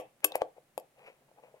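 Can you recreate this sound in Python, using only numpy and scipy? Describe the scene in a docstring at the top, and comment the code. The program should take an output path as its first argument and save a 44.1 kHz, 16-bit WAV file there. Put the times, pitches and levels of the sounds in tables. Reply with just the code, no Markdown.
"""Fingers handle a metal pocket watch close by, in a small room with a faint hum.
The low ring of a knock is fading as the sound begins. A quarter of a second in, the case snaps brightly.
A loose part ticks and a few knocks follow. Each hard contact is a hollow thud, a low ring, a gritty
crack and a short scrape that rings the case. Skin rubs on the rim in between, and from about one second
on only rubs and soft fingertip bumps are left. The room answers each sound with a short echo."""
import sys
import numpy as np
from scipy import signal
from scipy.fft import rfft, irfft, next_fast_len
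from scipy.io import wavfile

SR = 44100
rng = np.random.default_rng(int(sys.argv[2]) if len(sys.argv) > 2 else 0)


def unload_audio(sound):
    """Save the sound as a 16-bit wav file, at the path given as the first command line argument."""
    columns = np.transpose(np.atleast_2d(sound))
    # keep every value between -1 and 1, then stretch to whole-number steps
    steps = np.round(np.clip(columns, -1, 1) * 32767)
    wavfile.write(sys.argv[1], SR, steps.astype(np.int16))


N = 70560
LEAD_IN = 4410  # extra samples before t = 0, so a sound can already be ringing at the start
TIME = np.arange(-LEAD_IN, N) / SR

# tone of the room's steady noise: f/Hz, level/dB
NOISE_TONE = [(25, -7), (60, -11), (110, -6.5), (200, -2), (330, -4.5), (550, -3), (1000, -10),
              (2000, -11.5), (5000, -20.5), (10000, -18), (15000, -23)]
# how alike left and right are in the room: f/Hz, likeness (1 = the same)
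STEREO_LIKENESS = [(50, .6), (140, .9), (500, .75), (1200, 0.1), (3000, .1), (12000, 0.077)]
# snap and knocks (more tilt is brighter): t/s, thud level/dB, thud tilt/(dB per octave), body level/dB,
# case level/dB, case tilt/(dB per octave), crack level/dB, crack tilt/(dB per octave), scrape time/s
HARD_CONTACTS = [ (-0.0120, -21, 1, -31, -37, -3.5, -35, -2, 0.00091),
                 (0.2432, -55, -2, -29, -19, 0, -34, 0, .0025),
                 (0.246, -27.5, 2, -31.5, -26.5, 0.5, -25, 6, 0.0024),
                 (0.3214, -37.5, 0, -56, -63, -3.5, -57, -4, 0.0011),
                 (0.3547, -20.5, 4, -39, -39, 1, -33.5, 4, 0.0022),
                 (0.4184, -17.5, -4.5, -31.5, -63.5, -7.5, -48.5, -9, 0.0017),
                 (0.7777, -27.5, 1, -43, -45.5, -1, -43.5, 0, 0.0014),
                 (0.7985, -57.5, -3, -70.5, -61, 1, -56, 2.5, .001)]
# tone of the hollow thud: f/Hz, level/dB
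THUD_TONE = [(60, -35), (170, -33), (230, -19.5), (320, -12), (380, -12), (490, 2.5), (700, 0.5), (870, -3),
             (1100, -15.5), (1400, -28), (3000, -39), (12000, -69)]
# long, low notes of the watch and its support: f/Hz, level/dB, t60/s (time to fade by 60 dB)
BODY_NOTES = [(315, -12.5, 0.14), (412, -8, 0.12), (497.4, -1, 0.12), (1139, -9.5, .12)]
# short, high notes of the metal case: f/Hz, level/dB, t60/s
CASE_NOTES = [(1634, -16.5, 0.011), (2620, -3, 0.021), (3120, -10.5, 0.015), (4468, -22.5, .012),
              (5590, -14.5, 0.0097), (7206, -8.5, .02), (8680, -2, .013), (9580, -11.5, 0.01435),
              (10550, -14, .014), (11406, -5, 0.033), (11560, -3, 0.029), (13500, -19, .01),
              (14450, -15.5, .012), (15190, -16.5, .012)]
# tone of the gritty crack: f/Hz, level/dB
CRACK_TONE = [(60, -18), (160, -16.5), (270, -2.5), (1000, -7), (2500, 8.5), (4200, 2), (7000, 0),
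              (9500, 5.5), (11500, 4.5), (13000, -8.5), (15200, -6), (16500, -16)]
# how long the room rings on: f/Hz, t60/s
ROOM_FADE = [(200, 0.15), (600, 0.22), (2000, .25), (6000, 0.11), (14000, .13)]
# tone of that ringing: f/Hz, level/dB
ROOM_TONE = [(100, -18.5), (330, -8), (600, -12), (1400, -14), (2500, -17), (6000, -11), (11000, -23.5),
             (15000, -19)]
# echoes off nearby surfaces: delay/s, level/dB
NEAR_ECHOES = [(0.0096, -20), (.0225, -27)]
# tone of those echoes: f/Hz, level/dB
ECHO_TONE = [(300, -4.5), (1500, -7.5), (7000, -7.5), (11700, 3.5), (14000, -6.5)]
# soft bumps of the fingertips: t/s, level/dB, tilt/(dB per octave)
FINGER_BUMPS = [(0.2055, -64, 14), (0.5665, -55.5, -3.5), (0.5812, -45.5, -12.5), (0.9885, -54, 6.5),
                (1.0765, -53, -4.5), (1.0835, -45, -4.5), (1.1005, -48.5, -11), (1.3145, -57, -1),
                (1.3865, -54, 3), (1.3925, -55.5, -1), (1.4365, -45, 0.5), (1.4445, -53.5, -3),
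                (1.5412, -47, -14), (1.5460, -52.5, -12.5)]
# skin sliding on the rim: peak t/s, rise/s, fall/s, dull level/dB, gritty level/dB
SKIN_RUBS = [(0.241, 0.0065, 0.0031, -48.5, -45), (0.320, 0.019, 0.0068, -45.5, -76),
             (0.352, 0.0062, 0.012, -41.5, -39), (0.414, 0.0065, 0.0037, -40, -46),
             (0.575, 0.013, 0.011, -57.5, -71.5), (0.995, .022, 0.062, -58, -65.5),
             (1.075, 0.024, 0.025, -53.5, -53.5), (1.22, 0.033, .02, -69.5, -88),
             (1.288, 0.009, 0.014, -65, -80), (1.388, 0.014, .014, -56.5, -73.5),
             (1.438, 0.007, .02, -63.5, -62.5), (1.485, 0.036, 0.024, -60.5, -78.5),
             (1.569, .025, 0.023, -61, -74)]
# tone of a rub's dull part: f/Hz, level/dB
DULL_TONE = [(100, -29.5), (300, -20.5), (480, 4), (800, 1), (1200, -11.5), (2000, -27.5), (8000, -48)]
# tone of a rub's gritty part: f/Hz, level/dB
GRIT_TONE = [(300, -18), (1100, -1.5), (1700, -2), (2500, 7), (3500, -13), (7000, -22.5), (16000, -26.5)]
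# notes of a small loose part: f/Hz, level/dB, t60/s
TICK_NOTES = [(3680, 1, 0.016), (3420, -10, .012)]

TILT_START_HZ, TILT_PIVOT_HZ = 497, 8100  # a tilt is flat below the start and 0 dB at the pivot
THUD_PAN_DB, BODY_PAN_DB, CASE_PAN_DB, CRACK_PAN_DB, RUB_PAN_DB = 5.5, 4, 5.5, 7.5, 3.5


def from_db(db):
    """Turn decibels into a number to multiply by."""
    return 10 ** (np.asarray(db) / 20)


def rms_one(x):
    """Scale a sound so its average level (rms) is 1."""
    return x / np.sqrt(np.mean(x ** 2) + 1e-30)


def unit_hit(x, window_s=.005):
    """Give a hit the same energy as a level of 1 held for window_s."""
    return x * np.sqrt(window_s * SR / (np.sum(x ** 2) + 1e-30))


def at_hz(points, hz):
    """Read a table between its rows, with octaves evenly spaced."""
    freqs, values = np.transpose(points)
    return np.interp(np.log(np.maximum(hz, 1)), np.log(freqs), values)


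def colour(x, tone, tilt_db=0):
    """Filter a sound to the given tone; the tilt makes it brighter or duller."""
    size = 2 * next_fast_len(x.shape[-1])
    hz = np.fft.rfftfreq(size, 1 / SR)
    octaves = np.log2(np.maximum(hz, TILT_START_HZ) / TILT_PIVOT_HZ)
    gain = from_db(at_hz(tone, hz) + tilt_db * octaves)
    # minimum phase: the filter never sounds ahead of the hit
    cepstrum = irfft(np.log(gain))
    cepstrum[1:size // 2] *= 2
    cepstrum[size // 2 + 1:] = 0
    return irfft(rfft(x, size) * np.exp(rfft(cepstrum)))[..., :x.shape[-1]]


def ring(x, hz, t60):
    """Let x set one fading note ringing."""
    decay, angle = from_db(-60 / (t60 * SR)), 2 * np.pi * hz / SR
    return signal.lfilter([1, 0, -1], [1, -2 * decay * np.cos(angle), decay * decay], x + 1e-18)


def struck(x, notes, tilt_db=0):
    """An object struck by x rings with several notes, each at its own level."""
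    return sum(from_db(db + tilt_db * np.log2(hz / TILT_PIVOT_HZ)) * unit_hit(ring(x, hz, t60))
               for hz, db, t60 in notes)


def pan(x, db, lag_s=.00017):
    """Place a sound to the left: louder there, later on the right."""
    n = np.arange(len(x))
    left = x * from_db(db / 2)
    right = np.interp(n - lag_s * SR, n, x) * from_db(-db / 2)
    return np.array([left, right]) / np.sqrt(np.cosh(db * np.log(10) / 10))  # keep the overall power


def add(out, s, sound):
    """Mix a stereo sound in at s seconds."""
    start = LEAD_IN + int(s * SR)
    part = out[:, start:start + sound.shape[1]]
    part += sound[:, :part.shape[1]]


def wide_noise(size):
    """Stereo hiss whose two sides are alike in the bass and almost unrelated in the treble."""
    mid, side = rfft(rng.standard_normal((2, size)))
    alike = at_hz(STEREO_LIKENESS, np.fft.rfftfreq(size, 1 / SR))
    shared = np.sqrt((1 + alike) / 2) * mid
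    opposite = np.sqrt((1 - alike) / 2) * side * [[1], [-1]]
    return irfft(shared + opposite, size)


def background(noise_db=-70.5, hum_db=-80.5, hum_hz=137.46):
    """Steady room noise and a low hum that wavers because it is a narrow band of noise."""
    hum = rng.standard_normal(len(TIME))
    for _ in range(2):
        hum = ring(hum, hum_hz, t60=np.log(1000) / (2 * np.pi * 9))  # passes about 9 Hz either side
    noise = colour(wide_noise(len(TIME)), NOISE_TONE)
    return from_db(noise_db) * rms_one(noise) + from_db(hum_db) * rms_one(hum)


def thud(db, tilt_db):
    """The hollow knock of the held watch, which dies away quickly."""
    knock = colour(-signal.unit_impulse(SR // 5), THUD_TONE, tilt_db)
    return pan(from_db(db) * unit_hit(knock), THUD_PAN_DB)


def snap_and_knocks():
    """Each hard contact thuds and rings the body; its brief scrape rings the case and makes a crack."""
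    t = np.arange(SR // 5) / SR
    body_ring = struck(signal.unit_impulse(len(t)), BODY_NOTES)
    out = np.zeros((2, len(TIME)))
    for (s, thud_db, thud_tilt, body_db, case_db, case_tilt,
         crack_db, crack_tilt, scrape_s) in HARD_CONTACTS:
        swell = np.sqrt(t / scrape_s) * np.exp(-(t / scrape_s) ** 2)
        scrape = rng.standard_normal(len(t)) * swell
        case_ring = struck(scrape, CASE_NOTES, case_tilt)
        crack = colour(unit_hit(scrape), CRACK_TONE, crack_tilt)
        add(out, s, thud(thud_db, thud_tilt))
        add(out, s, pan(from_db(body_db) * body_ring, BODY_PAN_DB))
        add(out, s, pan(from_db(case_db) * case_ring, CASE_PAN_DB))
        add(out, s, pan(from_db(crack_db) * crack, CRACK_PAN_DB))
    return out


def room_echo(x, build_s=.005):
    """The room sends back two near echoes and a soft wash of sound whose treble dies first."""
    t = np.arange(SR // 2) / SR
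    hz = np.fft.rfftfreq(len(t), 1 / SR)
    spectrum = rfft(wide_noise(len(t))) * from_db(at_hz(ROOM_TONE, hz))
    wash, echoes = 0, np.zeros(len(t))
    for band_hz, t60 in ROOM_FADE:
        band = at_hz([(f, float(f == band_hz)) for f, _ in ROOM_FADE], hz)  # 1 here, 0 at other rows
        fade = from_db(-60 * t / t60) * (1 - np.exp(-(t / build_s) ** 2))
        wash = wash + irfft(spectrum * band, len(t)) * fade / np.sqrt(np.sum(fade ** 2))
    for delay_s, db in NEAR_ECHOES:
        echoes[int(delay_s * SR)] += from_db(db)
    response = wash + colour(echoes, ECHO_TONE)
    left = x[:1]
    return signal.fftconvolve(left, response, axes=1)[:, :len(TIME)] / np.sqrt(2)


def fingertip_bumps():
    """Soft fingertips make the watch thud without ringing it."""
    out = np.zeros((2, len(TIME)))
    for s, db, tilt_db in FINGER_BUMPS:
        add(out, s, thud(db, tilt_db))
    return out


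def skin_slips(tone, slips_per_s=3600, spread_db=3.5):
    """Sliding skin makes many tiny slips of uneven size, which blur into a rustle."""
    n = len(TIME)
    sizes = from_db(spread_db * np.minimum(rng.exponential(1, n), 4))
    signs = rng.choice([-1, 1], n)
    slipping = rng.random(n) < slips_per_s / SR
    return rms_one(colour(sizes * signs * slipping, tone))


def rim_rubs():
    """The rustle swells and dies with each slide of a finger on the rim."""
    dull, grit = 0, 0
    for s, rise_s, fall_s, dull_db, grit_db in SKIN_RUBS:
        swell = np.exp(-np.maximum((s - TIME) / rise_s, (TIME - s) / fall_s))
        dull = dull + from_db(dull_db) * swell
        grit = grit + from_db(grit_db) * swell
    return pan(dull * skin_slips(DULL_TONE) + grit * skin_slips(GRIT_TONE), RUB_PAN_DB)


def loose_part_tick(at_s=0.3208, db=-41.5):
    """A small loose part is tapped once and rings with two short notes."""
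    out = np.zeros((2, len(TIME)))
    tick = struck(signal.unit_impulse(SR // 5), TICK_NOTES)
    add(out, at_s, pan(from_db(db) * tick, CASE_PAN_DB))
    return out


def scene():
    """The watch in the hands, the room's echo and the background together."""
    watch = snap_and_knocks() + fingertip_bumps() + rim_rubs() + loose_part_tick()
    return (watch + room_echo(watch) + background())[:, LEAD_IN:]


def record(dry, cutoff_hz=16300):
    """Cut away the very highest treble with a steep filter."""
    return signal.sosfilt(signal.ellip(10, .1, 80, cutoff_hz, fs=SR, output="sos"), dry)


dry = scene()
out = record(dry)
unload_audio(out)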